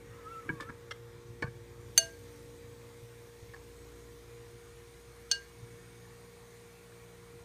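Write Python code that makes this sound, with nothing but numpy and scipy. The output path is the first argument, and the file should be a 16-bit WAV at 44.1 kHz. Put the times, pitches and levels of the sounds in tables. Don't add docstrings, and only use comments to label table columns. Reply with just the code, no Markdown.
import sys
import numpy as np
from scipy import signal
from scipy.fft import rfft, irfft, next_fast_len
from scipy.io import wavfile
from scipy.ndimage import uniform_filter1d, map_coordinates

SR = 44100
rng = np.random.default_rng(int(sys.argv[2]) if len(sys.argv) > 2 else 0)


def magnitude_from_level(level_db):
    exponent = np.asarray(level_db, float) / 20
    return 10 ** exponent


def log_audio(samples):
    frames = np.atleast_2d(samples).T
    limited = np.clip(frames, -1, 1)
    pcm = np.round(limited * 32767).astype(np.int16)
    wavfile.write(sys.argv[1], SR, pcm)


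N = 328104
TIME = np.arange(N) / SR

COMPRESSOR_HZ, MAINS_HZ = 58.805, 59.985
# multiple, level far from the pot/dB
# rms, level close to it/dB rms
COMPRESSOR_OVERTONES = [(1, -64, -64), (2, -61.5, -61), (3, -79.5, -69.5), (4, -73.5, -75), (5, -70, -76),
                        (6, -67, -70.5), (7, -71, -72.5), (9, -73, -101), (10, -83.5, -98),
                        (12, -83.5, -79), (13, -82, -81.5), (15, -77.5, -87), (17, -84.5, -81.5),
                        (19, -80.5, -81), (23, -86.5, -94), (24, -83.5, -76.5), (27, -91.5, -84),
                        (31, -80.5, -81), (32, -82, -81), (35, -87, -100), (36, -99, -92), (38, -96, -77),
                        (83, -85, -83), (95, -85, -89)]
# multiple, level/dB rms
MAINS_OVERTONES = [(1, -103), (2, -71), (6, -75), (40, -97), (52, -92), (53, -94), (55, -83.5), (58, -90.5),
                   (59, -86), (60, -83), (63, -87.5), (64, -91), (66, -89), (68, -86)]
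# t/s, f/Hz, level/dB rms
DRONE = [(0.0, 470.1, -56.5), (0.23, 470.3, -54), (1.41, 470.8, -56), (1.43, 469.7, -53.5),
         (1.72, 470.8, -57.5), (1.93, 470.3, -55.5), (4.21, 470.7, -55.5), (4.25, 470.7, -61),
         (4.31, 470.7, -54.5), (5.12, 470.3, -59), (5.37, 470.5, -55.5), (5.51, 470.3, -60.5),
         (5.78, 470.7, -54.5), (5.82, 470.2, -60.5), (6.15, 470.8, -58), (7.25, 470.0, -59),
         (7.38, 468.7, -54.5), (7.44, 467.8, -60)]

# f/Hz, level/dB per Hz
RUMBLE_SPECTRUM = [(22, -50), (36, -10), (48, 1), (62, -13), (90, 6), (140, 1), (180, -6.5), (300, -9),
                   (450, -12), (700, -52)]
# f/Hz, level/dB per Hz
AIR_SPECTRUM = [(290, -15.5), (500, 4.5), (519, -3.5), (560, -2), (690, -4.5), (832, -5), (1030, -1),
                (1290, -5), (1370, -4.5), (2310, -3), (3000, -13.5), (3900, -17.5), (6600, -120)]
# f/Hz, level/dB per Hz
HISS_FAR = [(2200, -24), (2900, -1), (4200, 2), (5000, -1.5), (6000, 1.5), (6700, 2.5), (7400, -1.5),
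            (8500, 1.5), (9800, -2.5), (10500, -6.5), (11300, -3.5), (15250, -6.5), (15350, -42.5),
            (16500, -47)]
# f/Hz, level/dB per Hz
HISS_NEAR = [(2200, -16), (2900, -0.5), (4200, 4.5), (5000, 0), (5800, 2), (6700, 5), (7500, -2), (8100, 3),
             (9000, 4), (10400, -2.5), (11300, -2.5), (15250, -5.5), (15350, -43), (16500, -48)]
RUMBLE_FAR_DB, RUMBLE_NEAR_DB, RUMBLE_SETTLES_S, RUMBLE_SWAY_DB = -58, -60.5, 6.2, 1.4
ARM_DB, ARM_S, ARM_WIDTH_S = 3, 1.85, 0.3
AIR_DB, MASKING_DB, MASKING_STARTS_S = -62.5, -1.5, 0.73
LID_OFF_S, LID_SWING_S = 1.54, 0.8
STEAM_SHUT_DB, STEAM_OPEN_DB, PUFF_DB, PUFF_S, PUFF_WIDTH_S = -67.5, -64.5, 1.5, 2.13, 0.257
CLOTH_HISS_DB, CLOTH_HISS_S, CLOTH_HISS_WIDTH_S = 2.5, 0.34, 0.2

# t/s, level/dB
CLOTH_RUB = [(0.0, -67), (0.178, -53.5), (0.342, -64), (0.48, -50), (0.556, -58), (0.69, -57.5),
             (1.086, -64), (1.6, -74)]
# f/Hz, level/dB per Hz
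CLOTH_SPECTRUM = [(400, -44), (850, -9), (1050, 3), (1180, 5.5), (1330, 2), (1550, -3), (1750, -2),
                  (1900, -12.5), (2050, -4), (2150, -20), (2250, -1), (2450, -16), (2600, -10), (3500, -33)]
# t/s, f/Hz
GRIP_PITCH = [(.12, 1236), (.2, 1333), (.235, 1250), (.285, 1325), (.32, 1360), (.345, 1343), (.365, 1312),
              (.405, 1320), (.53, 1155), (.6, 1070), (.64, 1265), (.675, 1330), (.71, 1350)]
# start t/s, hold/s, level/dB
KNOB_SLIPS = [(.125, .015, -66), (0.188, .025, -61), (.245, .01, -58), (0.274, 0.0084, -45.5),
              (0.32, 0.076, -46.5), (.43, .03, -62), (0.533, 0.078, -60), (.655, .012, -58),
              (0.681, .012, -51)]
# start t/s, hold/s, level/dB, f/Hz
CLOTH_SLIPS = [(0.073, .005, -66, 1900), (.155, 0.0101, -63.5, 2060), (.31, 0.0095, -63, 2240),
               (0.4, .005, -64.5, 2020), (.41, 0.0087, -66, 2200), (.325, .015, -64, 2710),
               (0.1116, 0.0197, -66.5, 1880), (.19, 0.0198, -65, 1990), (0.25, 0.017, -66, 1680),
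               (.18, .02, -62.5, 1030)]
SLIP_RISE_DB_PER_S, SLIP_FALL_DB_PER_S = 496, 706

# t/s, peak level/dB, f/Hz
POT_THUDS = [(.46, -40, 276), (.4955, -26, 294), (.511, -45, 310), (.522, -44, 310), (.534, -46, 310),
             (.612, -37.5, 299), (.697, -34.5, 225), (1.4236, -27.5, 316)]
# t/s, peak level/dB, f/Hz
COUNTER_THUDS = [(.27, -47, 129), (.502, -32.5, 147), (.531, -36.5, 151), (.703, -41.5, 143),
                 (1.302, -41, 114), (1.442, -27, 127), (1.481, -37, 124), (2.642, -43, 108),
                 (3.028, -44.5, 122), (3.426, -43, 99), (3.494, -46, 115), (3.534, -61, 118),
                 (5.629, -40.5, 111)]
POT_T60_S, COUNTER_T60_S = 0.031, 0.073

# f/Hz, width/Hz, level/dB
GRIP_MODES = [(320.5, 9.9, 13.5), (972, 45, -10), (1620, 79, -3), (1900, 60, -33), (2220, 39, -16),
              (3030, 160, -28)]
ROCK_MODES = [(533, 25, -1), (1070, 64, -12), (1117, 130, -2.5), (1740, 27, 0), (2250, 110, -11),
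              (3630, 70, -18)]
SETTLE_MODES = [(1010, 160, -11), (1340, 180, -8), (1660, 74, 1), (2260, 140, -17)]
SLIP_MODES = [(606, 100, -13), (1280, 180, -13.5), (1560, 370, 10.5), (2070, 140, 11), (2700, 180, -12),
              (3130, 440, 6), (4140, 370, 2), (5560, 250, 2), (6860, 400, -27)]
LIFT_MODES = [(480, 72, -2), (902, 50, -2.5), (1126, 75, -5), (1610, 47, 4), (1770, 33, -1),
              (2200, 80, -22), (2320, 110, -14), (2970, 160, -26), (4380, 80, -26), (5320, 49, -26)]
REST_MODES = [(750, 62, -2), (1110, 33, 5), (1600, 89, 6), (1840, 100, 0.5), (2160, 67, -1),
              (3700, 214, -15), (4520, 200, -13)]
# t/s, level/dB, length/s
CONTACTS = [
    [(.483, -49, 0.0061), (.4912, -38, 0.0034), (.4975, -47, 0.0065)],
    [(.599, -50, 0.0032), (.605, -43, 0.01), (.618, -48.5, 0.031)],
    [(.688, -50, 0.0067), (.695, -45, 0.0037), (.7, -43.5, 0.0045)],
    [(.909, -44, 0.0048), (.913, -40.5, 0.0055), (.918, -45.5, 0.0074)],
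    [(1.421, -45, 0.005), (1.4245, -35.5, 0.0068), (1.43, -44, 0.0028), (1.437, -41, 0.0058),
     (1.451, -48, 0.0035), (1.463, -55, 0.006), (1.472, -53, 0.0055), (1.481, -58, 0.0065)],
    [(3.535, -50, 0.0074), (3.543, -48, 0.0053), (3.56, -58, .012), (5.829, -59, .005), (6.919, -58, .005)],
]
SCRATCH_DB = [-30, -11, -24, -2.5, -11, -7]
PADDING_HZ = [3280, 14000, 5000, 14000, 12000, 9000]
# f/Hz, level/dB per Hz
SCRATCH_SPECTRUM = [(200, -30), (450, 9), (720, -7), (1000, 6), (1800, -1), (3000, -8), (6500, -13),
                    (10000, -18), (15000, -49)]
# t/s, f/Hz, level/dB, t60/s
FREE_RINGS = [(0.4913, 1476, -33, 0.034), (0.4914, 1646, -26, 0.036), (.4915, 2260, -30, 0.044),
              (.4915, 2970, -43, 0.027), (.498, 970, -37, 0.066), (.498, 1620, -27.5, 0.046),
              (.6, 1050, -39, .05), (.6, 1470, -40, .04), (.6, 1740, -36, .05), (.605, 1200, -38, 0.068),
              (.606, 2250, -45, .04), (.606, 3540, -49, 0.071), (.62, 1750, -47, .07),
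              (.7, 1650, -41, 0.054), (0.909, 1295, -38, 0.045), (0.909, 1600, -37, 0.028),
              (0.91, 1730, -38, 0.032), (.911, 2070, -37, 0.053), (.911, 2760, -47, .04),
              (.912, 3180, -43, 0.055), (.909, 5460, -47, .04), (.912, 5700, -47, .04),
              (1.4234, 893, -33, 0.063), (1.4245, 1070, -35, 0.054), (1.427, 1170, -40, 0.076),
              (1.4235, 1504, -33, 0.099), (1.4247, 1733, -28, 0.063), (1.4235, 2250, -30.5, 0.049),
              (1.4235, 2400, -40, .04), (1.4225, 2920, -43, 0.034), (1.464, 1660, -44, .04),
              (1.472, 1620, -43, .05), (3.536, 1780, -44, .03), (3.543, 1700, -44, .035),
              (1.423, 4405, -49.5, 0.11), (1.4235, 5283, -55, 0.075)]

# t/s, level/dB, t60/s
SNAPS = [
    (.6055, -48, 0.077),
    (0.9088, -50, .05),
    (1.423, -47.5, 0.046),
]
# f/Hz, level/dB per Hz
SNAP_SPECTRUM = [(1200, -40), (2500, 3), (5000, 1), (8000, -6), (11000, -19), (15000, -30)]
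# t/s, level/dB
TICKS = [(1.813, -59), (1.904, -60), (2.087, -58), (2.193, -58), (2.325, -62), (2.446, -62), (2.881, -62),
         (2.923, -62), (3.036, -61), (3.218, -63), (3.454, -62), (4.811, -63), (5.001, -62), (5.165, -62),
         (5.193, -63), (5.69, -64), (5.829, -63), (6.64, -64), (6.919, -64), (7.183, -64), (7.318, -63)]
# f/Hz, level/dB per Hz
TICK_SPECTRUM = [(3000, -30), (6000, -4), (9000, 9), (14000, -2), (15300, -13)]
TICK_T60_S, CRACKLE_DB, CRACKLE_SPREAD_DB = 0.012, -69, 1.3

# t/s, crack level/dB, t60/s, wash level/dB, t60/s, lead-in scrape level/dB
CLINKS = [
    (1.9769, -21.5, 0.021, -47.5, 0.38, -43.5),
    (5.3138, -22, 0.011, -42, 0.18, -40),
]
GLASS_HZ = [668, 1597, 2880, 3418, 4150, 4441, 5620, 6308, 7225, 8465, 9240, 9970, 10850, 11700, 13470]
TWIN_HZ = [665, 1600, 2862, 3440, 4330, 4438, 5580, 6300, 7200, 8458, 9255, 9555, 10865, 11690, 13400]
# quick level/dB, t60/s, twin level/dB, t60/s
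FIRST_MODES = [(-46, .1, -37, 0.57), (-27.5, 0.032, -38.5, 0.87), (-21.5, 0.03, -30, 0.22),
               (-38, 0.039, -44.5, .15), (-41.5, 0.027, -48, .2), (-15, 0.062, -42, 0.27),
               (-38.5, 0.0279, -46, .25), (-11, 0.069, -40, 0.22), (-17, 0.036, -45, 0.19),
               (-23.5, 0.05, -44, .17), (-22, 0.065, -44.5, .13), (-28, .045, -52.5, 0.202),
               (-26.5, 0.04, -50, 0.15), (-29, 0.0416, -57, .14), (-24, .03, -51, .16)]
# quick level/dB, t60/s, twin level/dB, t60/s
SECOND_MODES = [(-51, 0.093, -64, 0.112), (-32.5, 0.024, -33, 0.4), (-41, 0.025, -33.5, 0.33),
                (-53, .05, -60, .1), (-24, 0.03, -56, .1), (-21, 0.083, -39, 0.18), (-23.5, 0.036, -56, .2),
                (-17.5, 0.031, -56, 0.166), (-49, 0.088, -51, 0.186), (-28, 0.026, -50, .2),
                (-49, 0.068, -64, .15), (-58, .04, -66, .1), (-59.5, .08, -61, .12), (-47, .05, -66, .1),
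                (-52, .05, -68, .1)]
# f/Hz, level/dB
CRACK_SPECTRA = [
    [(500, -45.5), (1200, -41.5), (1900, -2.5), (3300, -6), (4300, -5), (7000, -10), (10000, -8.5),
     (14000, -18), (14800, -45.5)],
    [(500, -51), (1300, -15), (2200, -11.5), (3600, 0), (4200, 5), (6000, 0), (9000, -13), (14300, -23),
     (15500, -33)],
]
# f/Hz, level/dB, t60/s
NEIGHBOURS = [
    [(2010, -30.5, 0.022), (2405, -25.5, 0.022), (4160, -28.5, 0.033), (6600, -29, .035), (7380, -24, .035)],
    [(2480, -39, 0.037), (3240, -43, 0.044), (3700, -41, .025), (3850, -39, .025), (5330, -42, .03),
     (5880, -30, .03), (6105, -35, .03), (6840, -42, .03)],
]
NULLS_S = [
    [.2, .27, .2],
    [.12, .2, .12],
]
# t after the first/s, level/dB
BOUNCES = [
    (.0015, 0),
    (.0062, -3),
]
SWISH_DB = [-57, -60]
SWISH_S = 0.021
PAIR_DEPTH = 0.88
SPLIT_HZ, SPLIT_DB = 28, -6

# f/Hz, t60/s
KITCHEN_DECAY = [(200, 0.28), (2000, 0.24), (5000, 0.33), (10000, 0.22)]


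def unit(x):
    return x / np.sqrt(np.mean(x ** 2) + 1e-20)


def along(points, hz):
    f, v = np.transpose(points)
    return np.interp(np.log(hz + 1), np.log(f + 1), v)


def curves(rows):
    s, *columns = np.transpose(rows)
    return [np.interp(TIME, s, column) for column in columns]


def wobble(rate):
    knots = rng.standard_normal(int(N * 200 / SR) + 4)
    return map_coordinates(knots, [TIME * min(rate, 200)])


def filtered(x, response):
    size = next_fast_len(len(x) + 8192)
    spectrum = rfft(x, size) * response(np.fft.rfftfreq(size, 1 / SR))
    return irfft(spectrum, size)[:len(x)]


def noise(spectrum, count=N):
    return unit(filtered(rng.standard_normal(count), lambda hz: magnitude_from_level(along(spectrum, hz))))


def patchy(x, depth_db):
    z = signal.stft(x, nperseg=512)[2]
    patches = uniform_filter1d(rng.standard_normal(z.shape), 3, 0)
    patches = uniform_filter1d(patches, 16, 1)
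    return unit(signal.istft(z * magnitude_from_level(depth_db * unit(patches)), nperseg=512)[1][:N])


def add(track, s, sound):
    part = track[round(s * SR):][:len(sound)]
    part += sound[:len(part)]


def ring(t, hz, db, t60, attack):
    return magnitude_from_level(db - 60 * t / t60) * np.sin(2 * np.pi * hz * t) * (1 - np.exp(-t / attack))


def nearness(t):
    return np.clip((t - 3.4) / 2.1, 0, 1)


def start_phase(multiple):
    return rng.uniform(0, 2 * np.pi) * (multiple > 2.5)


def fridge():
    shaft = 2 * np.pi * COMPRESSOR_HZ * TIME
    mains = shaft + 2 * np.pi * (MAINS_HZ - COMPRESSOR_HZ) * (TIME - 0.16)
    drone_db = curves(DRONE)[1] + 0.39 * wobble(2.56)
    hum = magnitude_from_level(drone_db + 0.63 * wobble(8)) * np.sin(8 * shaft)
    slow = np.arange(0, N, 64)
    for k, far_db, near_db in COMPRESSOR_OVERTONES:
        drift = map_coordinates(rng.standard_normal(40), [slow / SR * 1.54])
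        level_db = far_db + (near_db - far_db) * nearness(slow / SR) + 2.5 * drift
        level = np.repeat(magnitude_from_level(level_db), 64)[:N]
        hum += level * np.sin(round(k) * shaft + start_phase(k))
    for k, db in MAINS_OVERTONES:
        hum += magnitude_from_level(db) * np.sin(round(k) * mains + start_phase(k))
    return np.sqrt(2) * hum


def bump(centre_s, width_s):
    return np.exp(-((TIME - centre_s) / width_s) ** 2)


def air():
    opened = np.clip((TIME - LID_OFF_S) / LID_SWING_S, 0, 1)
    air_db = AIR_DB + MASKING_DB * (TIME > MASKING_STARTS_S) * (1 - opened)
    hiss_db = STEAM_SHUT_DB + (STEAM_OPEN_DB - STEAM_SHUT_DB) * opened
    hiss_db += PUFF_DB * bump(PUFF_S, PUFF_WIDTH_S)
    hiss_db += CLOTH_HISS_DB * bump(CLOTH_HISS_S, CLOTH_HISS_WIDTH_S)
    steadied = np.clip(TIME / RUMBLE_SETTLES_S, 0, 1)
    rumble_db = RUMBLE_FAR_DB + (RUMBLE_NEAR_DB - RUMBLE_FAR_DB) * steadied
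    rumble_db += ARM_DB * bump(ARM_S, ARM_WIDTH_S)
    lumps = unit(noise(RUMBLE_SPECTRUM) * magnitude_from_level(0.99 * wobble(17)))
    rumble = magnitude_from_level(rumble_db + RUMBLE_SWAY_DB * wobble(3.21)) * lumps
    turn = nearness(TIME) * np.pi / 2
    hiss = np.cos(turn) * noise(HISS_FAR) + np.sin(turn) * noise(HISS_NEAR)
    room_air = magnitude_from_level(air_db) * patchy(noise(AIR_SPECTRUM), depth_db=2.0)
    return rumble + room_air + magnitude_from_level(hiss_db) * patchy(hiss, depth_db=1.8)


def squeak(pitch, level_db):
    phase = 2 * np.pi * np.cumsum(pitch * (1 + 0.0074 * wobble(58.7))) / SR
    tone = np.sqrt(2) * (np.sin(phase) + magnitude_from_level(-32) * np.sin(2 * phase))
    return magnitude_from_level(level_db + 0.98 * wobble(74.6)) * tone


def slip_db(s, hold, db):
    rise = SLIP_RISE_DB_PER_S * np.clip(s - TIME, 0, 1)
    fall = SLIP_FALL_DB_PER_S * np.clip(TIME - s - hold, 0, 1)
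    return db - rise - fall


def glove():
    fade = np.clip((1.6 - TIME) / 0.52, 0, 1)
    rustle = unit(noise(CLOTH_SPECTRUM) * magnitude_from_level(2.2 * wobble(78.6)))
    knob_db = np.max([slip_db(*row) for row in KNOB_SLIPS], axis=0)
    knob = squeak(curves(GRIP_PITCH)[0], knob_db)
    faint_db = np.array([slip_db(*row[:-1]) for row in CLOTH_SLIPS])
    faint_pitch = np.array(CLOTH_SLIPS)[faint_db.argmax(axis=0), -1]
    faint = squeak(faint_pitch, faint_db.max(axis=0))
    return knob + faint + magnitude_from_level(curves(CLOTH_RUB)[0] - 7.5) * fade * rustle


def thuds():
    out, t = np.zeros(N), np.arange(SR // 4) / SR
    for rows, t60 in [(POT_THUDS, POT_T60_S), (COUNTER_THUDS, COUNTER_T60_S)]:
        for s, db, hz in rows:
            add(out, s, ring(t, hz, db + 1.5, t60, attack=0.001))
    return out


def damped_body(f, modes, soft_hz):
    total = 0
    for k, (centre, width, db) in enumerate(modes):
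        damping = 1j * f * width
        total = total + (-1) ** k * magnitude_from_level(db) * damping / (centre * centre - f * f + damping)
    return total / (1 + 1j * f / soft_hz - (f / soft_hz) ** 2)


def knocks():
    out, t = np.zeros(N), np.arange(SR // 5) / SR
    bodies = [GRIP_MODES, ROCK_MODES, SETTLE_MODES, SLIP_MODES, LIFT_MODES, REST_MODES]
    for modes, rows, scratch_db, soft_hz in zip(bodies, CONTACTS, SCRATCH_DB, PADDING_HZ):
        for s, db, length in rows:
            push = np.exp(-(t / length) ** 2 * 2) * (1 - np.exp(-t / 0.0026))
            chatter = rng.standard_normal(len(t)) * push
            ringing = filtered(chatter, lambda f: damped_body(f, modes, soft_hz))
            scratch = magnitude_from_level(scratch_db) * push * noise(SCRATCH_SPECTRUM, count=len(t))
            add(out, s, magnitude_from_level(db + 7.5) * (ringing / np.abs(ringing).max() + scratch))
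    for s, hz, db, t60 in FREE_RINGS:
        add(out, s, ring(t, hz, db, t60, attack=0.0011))
    return out


def ticks():
    out, t = np.zeros(N), np.arange(SR // 20) / SR
    for s, db, t60 in SNAPS:
        add(out, s, magnitude_from_level(db - 60 * t / t60) * noise(SNAP_SPECTRUM, count=len(t)))
    weak = []
    for u, v in rng.random((70, 2)):
        s = LID_OFF_S + (N / SR - LID_OFF_S) * u
        weak.append((s, CRACKLE_DB - CRACKLE_SPREAD_DB * np.log(v)))
    for s, db in TICKS + weak:
        add(out, s, magnitude_from_level(db - 60 * t / TICK_T60_S) * noise(TICK_SPECTRUM, count=len(t)))
    return out


def glass_ring(out, s, t, modes, nulls):
    for k, (hz, twin_hz, row) in enumerate(zip(GLASS_HZ, TWIN_HZ, modes)):
        db, quick, twin_db, slow = row
        sign = (-1) ** k
        beat = sign
        if k < len(nulls):
            beat = sign * (1 + PAIR_DEPTH * np.cos(np.pi * t / nulls[k])) / (1 + PAIR_DEPTH)
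        add(out, s, sign * ring(t, hz, db, quick, attack=0.00039))
        add(out, s, beat * ring(t, twin_hz, twin_db, slow, attack=0.0095))
        if hz > 3000:
            split_hz = twin_hz + SPLIT_HZ * rng.uniform(0.45, 1.7)
            add(out, s, beat * ring(t, split_hz, twin_db + SPLIT_DB, slow, attack=0.007))


def crack(out, t, row, colour, swish_db, bounce):
    s, crack_db, t60, wash_db, wash_t60, scrape_db = row
    skip_s, skip_db = bounce
    dying = magnitude_from_level(crack_db - 60 * t / t60) + magnitude_from_level(wash_db - 60 * t / wash_t60)
    splash = noise(colour, count=len(t))
    add(out, s, dying * splash)
    add(out, s + skip_s, magnitude_from_level(crack_db + skip_db - 60 * t / t60) * splash[::-1])
    lead = t[t < 0.008]
    add(out, s - 0.008, magnitude_from_level(scrape_db) * lead / 0.0083 * np.sin(2 * np.pi * 2900 * lead))
    brush = t[t < SWISH_S]
    add(out, s - SWISH_S, magnitude_from_level(swish_db) * np.sqrt(brush / SWISH_S) * noise(colour, count=len(brush)))


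def clinks():
    hits, t = [], np.arange(SR // 2) / SR
    for i, modes in enumerate([FIRST_MODES, SECOND_MODES]):
        out, s = np.zeros(N), CLINKS[i][0]
        for hz, db, t60 in NEIGHBOURS[i]:
            add(out, s, ring(t, hz, db, t60, attack=0.00041))
        glass_ring(out, s, t, modes, NULLS_S[i])
        crack(out, t, CLINKS[i], CRACK_SPECTRA[i], SWISH_DB[i], BOUNCES[i])
        hits.append(out)
    return hits


def kitchen(x):
    hz, t, z = signal.stft(rng.standard_normal(SR // 2), SR, nperseg=256)
    decay = magnitude_from_level(-60 * t / along(KITCHEN_DECAY, hz)[:, None])
    tail = signal.istft(z * decay, SR, nperseg=256)[1]
    delayed = np.pad(x, (250, 0))
    return signal.fftconvolve(delayed, tail / np.linalg.norm(tail))[:N]


def scene():
    background = fridge() + air()
    dull = glove() + knocks()
    glass = clinks()
    glass_echo = magnitude_from_level(-21.5) * sum(kitchen(hit) for hit in glass)
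    dull_echo = magnitude_from_level(-18.5) * kitchen(dull)
    return (sum(glass) + glass_echo + dull + dull_echo + thuds() + ticks() + background)[None]


def top_cut(x):
    return signal.sosfilt(signal.butter(12, 16380, fs=SR, output="sos"), x)


def record(dry):
    limited = filtered(dry[0], lambda hz: np.where(hz < 15400, 1, magnitude_from_level(-26.5)))
    return top_cut(limited[None])


dry = scene()
out = record(dry)
log_audio(out)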